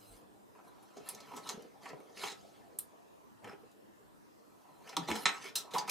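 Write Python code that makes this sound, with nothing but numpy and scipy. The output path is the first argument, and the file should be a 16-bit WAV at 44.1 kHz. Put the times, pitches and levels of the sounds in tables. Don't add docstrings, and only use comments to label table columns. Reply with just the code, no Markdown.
import sys
import numpy as np
from scipy import signal
from scipy.fft import rfft, irfft
from scipy.io import wavfile
from scipy.ndimage import uniform_filter1d

SR = 44100
rng = np.random.default_rng(int(sys.argv[2]) if len(sys.argv) > 2 else 0)


def dump_mix(stems):
    frames = np.atleast_2d(stems).T
    limited = np.clip(frames, -1, 1)
    pcm = np.round(limited * 32767).astype(np.int16)
    wavfile.write(sys.argv[1], SR, pcm)


N = 260190

# start_s, knock_level_db, knock_pitch_hz, click_level_db, click_pitch_hz, hardness_db_per_octave, t60_s
SNAP_EVENTS = [(.548, -54, 603, -92.5, 2000, -1, 0.066), (.587, -50, 900, -87, 2000, -6, 0.047),
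               (0.825, -53.5, 840, -64.5, 10100, -13, 0.071), (0.967, -44, 440, -57.5, 6340, -3, 0.079),
               (1.001, -48.5, 453, -78, 4100, -8, 0.043), (1.0875, -53.5, 920, -41.5, 10470, 1, 0.069),
               (1.147, -49.5, 213, -50, 6300, 7, 0.033), (1.202, -52, 1000, -52, 5000, 6.5, 0.045),
               (1.283, -56, 900, -61, 2210, -2, 0.049), (1.313, -43.5, 900, -88, 2000, -2, 0.072),
               (1.335, -44, 895, -67, 2110, -2, 0.054), (1.363, -45.5, 884, -50, 7140, 4, 0.12),
               (1.372, -43, 860, -55, 3900, -6, 0.043), (1.472, -56, 865, -47.5, 4100, 3, 0.056),
               (1.49, -41.5, 1120, -38, 6440, 0.5, 0.071), (1.622, -44, 298, -60.5, 6060, 11.5, 0.018),
               (1.855, -41, 1060, -50.5, 2040, 6, 0.056), (1.8882, -51, 490, -50.5, 4950, 0, 0.03),
               (1.901, -45, 517, -50.5, 1950, -15, 0.066), (1.929, -42, 490, -70, 2430, 0, 0.036),
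               (2.001, -48.5, 443, -65, 2140, 12.5, 0.039), (2.232, -35, 814, -42.5, 3270, -4, 0.1),
               (2.244, -54, 895, -57, 2380, -2, .05), (2.257, -51, 920, -49, 3530, -10, 0.04),
               (2.265, -46, 1280, -47.5, 4260, -2, 0.042), (2.28, -54, 1030, -52, 5700, -4, 0.042),
               (2.298, -51.5, 390, -45, 3890, 3, 0.14), (2.316, -52, 396, -48, 7050, -8, 0.053),
               (2.787, -72, 4220, -36, 11800, 15, 0.021), (2.789, -50.5, 7200, -55, 9600, 20.5, 0.054),
               (3.443, -42.5, 840, -55, 1900, 9, 0.043), (3.4719, -50, 490, -55.5, 1880, 8, 0.061),
               (3.529, -45.5, 390, -58.5, 2830, 1, 0.055), (3.633, -50.5, 450, -88, 3770, 0.5, 0.059),
               (3.713, -58, 217, -62.5, 6860, 5, 0.043), (4.873, -49.5, 890, -50.5, 2660, 8, 0.057),
               (4.891, -47, 970, -49.5, 5650, 4, 0.038), (4.925, -47.5, 895, -51.5, 1970, 0.5, 0.063),
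               (4.9663, -29, 930, -35.5, 4090, 5, 0.044), (5.084, -35.5, 847, -61, 3040, 16, 0.22),
               (5.101, -38, 308, -43, 2350, 10.5, 0.038), (5.113, -40, 344, -33.5, 3140, 2, 0.027),
               (5.153, -40, 926, -39, 2980, 7, 0.11), (5.2551, -29, 813, -25.5, 4080, -6, 0.094),
               (5.288, -41.5, 896, -37, 1710, 7, 0.079), (5.455, -53, 846, -51, 5400, -3, 0.042),
               (5.554, -52.5, 2930, -37, 4150, 12, 0.13), (5.558, -49, 1346, -39.5, 7400, 3, 0.18),
               (5.707, -54, 1240, -52.5, 4060, 2, 0.14), (5.7356, -42, 477, -43, 4090, 2, 0.12),
               (5.739, -37, 555, -63, 1500, -4, 0.013), (5.749, -34, 820, -57, 2850, -11, 0.024),
               (5.762, -40.5, 820, -66, 2900, -6, 0.065), (5.7815, -39, 820, -37.5, 4870, 4, 0.068),
               (5.786, -40, 934, -44, 4500, -8, 0.053), (5.82, -42, 870, -77, 2300, -6, 0.032),
               (5.83, -45.5, 834, -79, 2300, -6, 0.066), (5.8763, -37.5, 1230, -52, 4900, 10, 0.12),
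               (5.8944, -36.5, 1290, -38, 5000, 13.5, 0.5)]
PART_EDGES = [110, 600, 1500, 3500, 8500, 15800]
# pitch_hz, relative_level_db, t60_s
PART_MODES = [(316.6, 7.5, 0.53), (466.6, 11.5, 0.13), (792.3, 10, 0.49), (964, 15, 0.009),
              (1293, 7.5, 0.27), (1450, -20, 0.24), (1823, -7.5, 0.07), (2125, 4.5, 0.0059),
              (2540, 7, 0.0054), (2920, -3, 0.038), (4095, -3.5, 0.076), (5200, -5.5, 0.0076),
              (6260, -7.5, 0.015), (7060, -13, 0.035), (9760, -9, 0.01)]
# frequency_hz, relative_level_db
TICK_COLOUR = [(60, -19.5), (150, -10.5), (330, 3.5), (600, 4), (900, 16.5), (1500, -3.5), (4000, -13.5),
               (8000, -15), (12000, -19.5), (15000, -27.5), (16500, -42.5)]
# full_strength_s, hold_s, rise_s_per_10_db, drag_level_db, drag_pitch_hz, rustle_level_db, rustle_pitch_hz
STROKE_EVENTS = [(0.017, 0.15, 0.06, -87, 263, -69.5, 9000), (0.56, 0.047, -0.07, -62.5, 810, -107, 2960),
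                 (0.65, 0.038, -0.22, -58.5, 504, -74, 8100), (.72, 0.084, -0.1, -67, 830, -90, 3370),
                 (1.062, 0.046, -0.26, -61, 900, -60, 6700), (1.132, 0.015, 0.2, -59, 770, -64.5, 4200),
                 (1.295, 0.078, 0.22, -54.5, 444, -64.5, 2180),
                 (1.339, 0.019, 0.1, -52.5, 610, -62.5, 5800), (1.396, 0.048, 0.1, -56, 398, -71, 2880),
                 (1.476, 0.042, 0.04, -50, 840, -55.5, 5800), (1.545, 0.066, 0.14, -60, 330, -65.5, 3060),
                 (1.83, 0.074, -0.02, -56, 534, -58, 3200), (1.951, 0.035, -0.11, -53.5, 330, -76, 2280),
                 (2.116, 0.013, 0.9, -67.5, 513, -92, 4900), (2.177, 0.077, 0.0169, -60, 577, -53, 4200),
                 (2.226, 0.061, 0.014, -50, 730, -48.5, 4240), (2.373, 0.01, 0.5, -64.5, 406, -69.5, 4300),
                 (3.443, 0.082, -0.0659, -54.5, 530, -58, 1480), (4.812, 0.019, 0.4, -64, 915, -78.5, 8000),
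                 (4.893, 0.039, 0.0429, -58, 704, -59.5, 3380),
                 (4.99, 0.067, -0.0354, -56, 400, -59.5, 3570),
                 (5.084, 0.081, -0.0089, -47, 520, -49.5, 3900), (5.164, 0.075, -0.09, -51, 505, -53, 7300),
                 (5.33, 0.049, 0.0518, -47.5, 840, -51.5, 2860),
                 (5.429, 0.058, 0.0262, -58.5, 930, -52.5, 3570), (5.748, 0.027, 0, -37, 870, -48, 6860),
                 (5.81, 0.025, 0.13, -48, 840, -77, 2300), (5.9, 0.03, 0.0088, -55, 900, -40, 3600)]
# time_s, level_db
RESTING_MURMUR = [(0, -65.5), (.3, -69), (.52, -74), (.9, -68), (1.7, -67), (2.5, -66), (2.75, -67.5),
                  (3.35, -72), (3.7, -72.5), (4.65, -72.5), (5.0, -56.5), (5.3, -58), (5.55, -66.5),
                  (5.9, -57)]
# start_s, level_db,
# pitch_hz, length_s
THUD_EVENTS = [(0, -63, 103, 0.22), (0.095, -58, 36, 0.1), (1.156, -58, 207, 0.043),
               (1.315, -55, 244, 0.087), (1.539, -43, 213, 0.019), (1.574, -46.5, 196, 0.015),
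               (1.59, -57, 457, .025), (1.646, -45.5, 269, 0.017), (3.429, -61.5, 101, 0.11),
               (3.468, -49, 467, 0.027), (3.633, -56.5, 442, 0.02), (4.967, -44, 164, 0.13),
               (4.972, -41.5, 297, 0.065), (5.083, -38.5, 335, 0.032), (5.096, -51.5, 78, 0.06),
               (5.106, -36, 317, 0.044), (5.09, -40.5, 218, 0.12)]
# frequency_hz, t60_s
ECHO_DECAY = [(200, 0.18), (600, 0.23), (1400, 0.28), (3700, 0.21), (9700, 0.14)]
# frequency_hz, relative_level_db
ECHO_WIDTH = [(100, -5), (200, 0), (400, -5), (1000, -11), (4000, -13), (10000, -11.5), (15000, -3)]
# frequency_hz, relative_level_db
ROOM_COLOUR = [(15, -69), (25, -36), (65, -15.5), (114, 1.5), (181, -15.5), (207, 0.5), (303, -3),
               (329, 3.5), (419, -9), (480, -1.5), (826, -8), (946, -3), (2190, -18), (15000, -23.5),
               (16300, -61)]
# frequency_hz, relative_level_db
ROOM_WIDTH = [(60, 1), (180, 9), (550, 6), (1650, 3.5), (4970, -2.5), (15000, -6.5)]
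# pitch_hz, level_db
HUM_HARMONICS = [(200, -85.5), (300, -80.5)]
# time_s, gain_db
HUM_GAIN = [(0, 12.5), (.3, 13), (.55, 3), (5.9, 7.5)]

KNOCK_LOSS_DB, CLICK_LOSS_DB = (6, 10), (5, 15)
DRAG_LOSS_DB, RUSTLE_LOSS_DB = (9.5, 11.5), (4, 8.5)
RESTING_HZ, RESTING_LOSS_DB = 242, (0, 9)
SHARP_DB, SLOWER_PER_DB = -31.5, 0.66
SHORTEST_T60 = .01
KNOCK_RING, CLICK_RING = .6, .28
SPOT_SPREAD = .07
BIGGEST_SLIP = 3.5
FASTEST_RISE = .012
FADE_RATIO = 0.65
SQUEAK_DB, SQUEAK_Q = -21, 100
SCRAPE_DB, SCRAPE_Q = -13, 5.6
SAG = 0.087
WOBBLE, WOBBLE_CYCLES = 0.44, 2.58
ROOM_DB = -67
EDGE_HZ = 16400


def amp(db):
    return 10 ** (np.asarray(db) / 20)


def evened(x):
    return x / np.sqrt(np.mean(x ** 2) + 1e-20)


def read(points, hz):
    f, value = np.transpose(points)
    return np.interp(np.log(hz + 1), np.log(f + 1), value)


def curve(rows):
    s, *columns = np.transpose(rows)
    return np.array([np.interp(np.arange(N) / SR, s, c) for c in columns])


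def add(mix, s, sound):
    part = mix[:, round(s * SR):][:, :sound.shape[1]]
    part += sound[:, :part.shape[1]]


def coloured(x, points):
    return irfft(rfft(x) * amp(read(points, np.fft.rfftfreq(len(x), 1 / SR))), len(x))


def snaps(knock_spot_db=-5.5, click_spot_db=-3.5, kick=1.14):
    force, spots, t = np.zeros((5, N)), np.zeros((1, N)), np.arange(6000) / SR
    part_rise_s = np.array([[.003], [.0018], [.0012], [.0009], [.0005]])
    for s, knock_db, knock_hz, click_db, click_hz, hard_db, t60 in SNAP_EVENTS:
        t60 = max(t60, SHORTEST_T60)
        decay = amp(-60 * t / t60) * (1 + kick * np.exp(-t / 0.003))
        rattle = rng.standard_normal(len(t)) * decay
        contacts = evened(uniform_filter1d(rng.standard_normal(len(t)), size=24))
        rattle = rattle * amp(3.0 * np.tanh(contacts))
        rattle = rattle / np.std(rattle[:640])
        weakness_db = max(SHARP_DB - max(knock_db, click_db), 0)
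        rise_s = part_rise_s * amp(SLOWER_PER_DB * weakness_db)
        pushes = rattle * (1 - np.exp(-t / rise_s))
        knock = shared(knock_db, knock_hz, KNOCK_LOSS_DB)
        click = shared(click_db, click_hz, CLICK_LOSS_DB, hard_db)
        add(force, s, np.hypot(knock, click) * pushes)
        add(spots, s, amp(knock_db + knock_spot_db) * spot(pushes[1], knock_hz, KNOCK_RING * t60))
        add(spots, s, amp(click_db + click_spot_db) * spot(pushes[3], click_hz, CLICK_RING * t60))
    return force, spots[0]


def spot(force, hz, t60):
    t = np.arange(len(force)) / SR
    near = hz * (1 + SPOT_SPREAD * rng.standard_normal((2, 1)))
    modes = np.sin(2 * np.pi * hz * t) + .5 * np.sin(2 * np.pi * near * t).sum(axis=0)
    ring = amp(-60 * t / t60) * modes
    return signal.fftconvolve(force, ring / np.linalg.norm(ring))[None, :len(t)]


def shared(db, hz, loss_db, tilt_db=0):
    edges = np.array(PART_EDGES)
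    octaves = np.log2(np.sqrt(edges[1:] * edges[:-1]) / hz)
    fall_db = np.where(octaves < 0, -loss_db[0], loss_db[1]) * octaves
    hard_db = np.maximum(tilt_db, 0) * octaves
    soft_db = min(tilt_db, 0) * np.maximum(octaves, 0)
    return amp(db - fall_db + fall_db.min() + hard_db + soft_db)[:, None]


def parts(ring_db=-5.0):
    t = np.arange(8192) / SR
    full = np.abs(np.fft.fftfreq(len(t), 1 / SR))
    log_gain = np.log(amp(read(TICK_COLOUR, full)))
    tick = np.fft.ifft(np.exp(log_gain - 1j * signal.hilbert(log_gain).imag)).real
    rings = sum(amp(db - 60 * t / t60) * np.sin(2 * np.pi * hz * t) / np.sqrt(t60)
                for hz, db, t60 in PART_MODES)
    whole = evened(tick) + amp(ring_db) * evened(rings)
    bands = [signal.butter(3, edge, "bandpass", fs=SR, output="sos")
             for edge in zip(PART_EDGES, PART_EDGES[1:])]
    shapes = np.array([signal.sosfilt(band, whole) for band in bands])
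    return shapes / np.linalg.norm(shapes, axis=1, keepdims=True)


def rubbing(slips_per_s=3000, spread_db=2.0, hiss=0.98):
    sizes = amp(spread_db * np.minimum(rng.exponential(1, N), BIGGEST_SLIP))
    slips = sizes * (rng.random(N) < slips_per_s / SR)
    clumps = amp(2.5 * evened(uniform_filter1d(rng.standard_normal(N), 400)))
    signs = rng.choice([-1., 1.], N)
    force = evened(slips * signs * clumps) + hiss * rng.standard_normal(N)
    return strokes(shifting(force, 5.16))


def shifting(x, patchy_db):
    z = signal.stft(x, nperseg=256, noverlap=192)[2]
    patches = rng.standard_normal(z.T.shape).T
    patches = uniform_filter1d(patches, size=2, axis=0)
    patches = evened(uniform_filter1d(patches, size=24, axis=1))
    return evened(signal.istft(z * amp(patchy_db * patches), nperseg=256, noverlap=192)[1][:len(x)])


def strokes(force):
    t, squeak = np.arange(N) / SR, np.zeros(N)
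    power = (shared(0, RESTING_HZ, RESTING_LOSS_DB) * amp(curve(RESTING_MURMUR))) ** 2
    for s, hold, rise, drag_db, drag_hz, rustle_db, rustle_hz in STROKE_EVENTS:
        away = np.maximum(np.maximum(s - t, (t - s - hold) / FADE_RATIO), 0)
        shape = amp(-10 * away / max(rise, FASTEST_RISE))
        drag = shared(drag_db, drag_hz, DRAG_LOSS_DB)
        rustle = shared(rustle_db, rustle_hz, RUSTLE_LOSS_DB)
        power = power + (drag ** 2 + rustle ** 2) * shape ** 2
        for db, sharp in (SQUEAK_DB, SQUEAK_Q), (SCRAPE_DB, SCRAPE_Q):
            singing = signal.lfilter(*signal.iirpeak(rustle_hz, sharp, SR), force)
            squeak += amp(rustle_db + db) * shape * evened(singing)
    return np.sqrt(power) * force, squeak


def thuds():
    out = np.zeros((1, N))
    for s, db, hz, length in THUD_EVENTS:
        u = np.arange(0, 1, 1 / (length * SR))
        cycles = hz * length
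        knots = rng.standard_normal((24, 2)) @ [1, 1j]
        wobble = np.interp(u * cycles / WOBBLE_CYCLES, np.arange(len(knots)), knots)
        turns = cycles * (u + SAG * u * (1 - u)) + rng.random()
        swing = ((1 + WOBBLE * wobble) * np.exp(2j * np.pi * turns)).imag
        envelope = np.sin(np.pi * u ** 0.56) ** 1.35
        add(out, s, amp(db) * (envelope * swing)[None])
    return out[0]


def echoes(x):
    taps = np.zeros(SR // 2)
    at = np.arange(60, len(taps) - 12, 12)
    taps[at + rng.integers(0, 12, len(at))] = rng.choice([-1., 1.], len(at))
    hz, t, z = signal.stft(taps, SR, nperseg=256)
    decay = amp(-60 * t / read(ECHO_DECAY, hz)[:, None])
    tail = signal.istft(z * decay, SR, nperseg=256)[1]
    return signal.fftconvolve(x, tail / np.linalg.norm(tail))[:N]


def room(patchy_db=2.5):
    frames, hz = N // 256 + 5, np.fft.rfftfreq(1024, 1 / SR)
    a, b, c, d, patches = rng.standard_normal((frames, 513, 5)).T
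    patches = uniform_filter1d(patches, 8, axis=0)
    patches = evened(uniform_filter1d(patches, 20, axis=1))
    z = np.array([a + 1j * b, (c + 1j * d) * amp(read(ROOM_WIDTH, hz))[:, None]])
    z = z * amp(read(ROOM_COLOUR, hz)[:, None] + patchy_db * patches)
    noise = signal.istft(z, nperseg=1024, noverlap=768)[1][:, :N]
    return amp(ROOM_DB) * noise / np.std(noise[0])


def hum():
    t = np.arange(N) / SR
    waver = amp(0.41 * evened(uniform_filter1d(rng.standard_normal(N), 4000)))
    tones = sum(amp(db) * np.sin(2 * np.pi * hz * t) for hz, db in HUM_HARMONICS)
    return amp(curve(HUM_GAIN)[0]) * waver * tones


def scene():
    blows, spots = snaps()
    rubs, squeak = rubbing()
    shaken = signal.fftconvolve(blows + rubs, parts(), axes=1)[:, :N].sum(axis=0)
    near = spots + squeak + shaken
    near = signal.sosfilt(signal.butter(3, 130, "highpass", fs=SR, output="sos"), near)
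    centre, sides = room()
    low = thuds()
    centre = centre + near + amp(-7.0) * echoes(near) + hum() + low
    wide = coloured(echoes(near + amp(-10.0) * low), ECHO_WIDTH)
    sides = sides + amp(-22.5) * near + amp(1.5) * wide
    return np.array([centre - sides, centre + sides])


def record(dry):
    lowpass = signal.firwin(511, EDGE_HZ, window=("kaiser", 9), fs=SR)
    return signal.oaconvolve(dry, lowpass[None], "same")


dry = scene()
out = record(dry)
dump_mix(out)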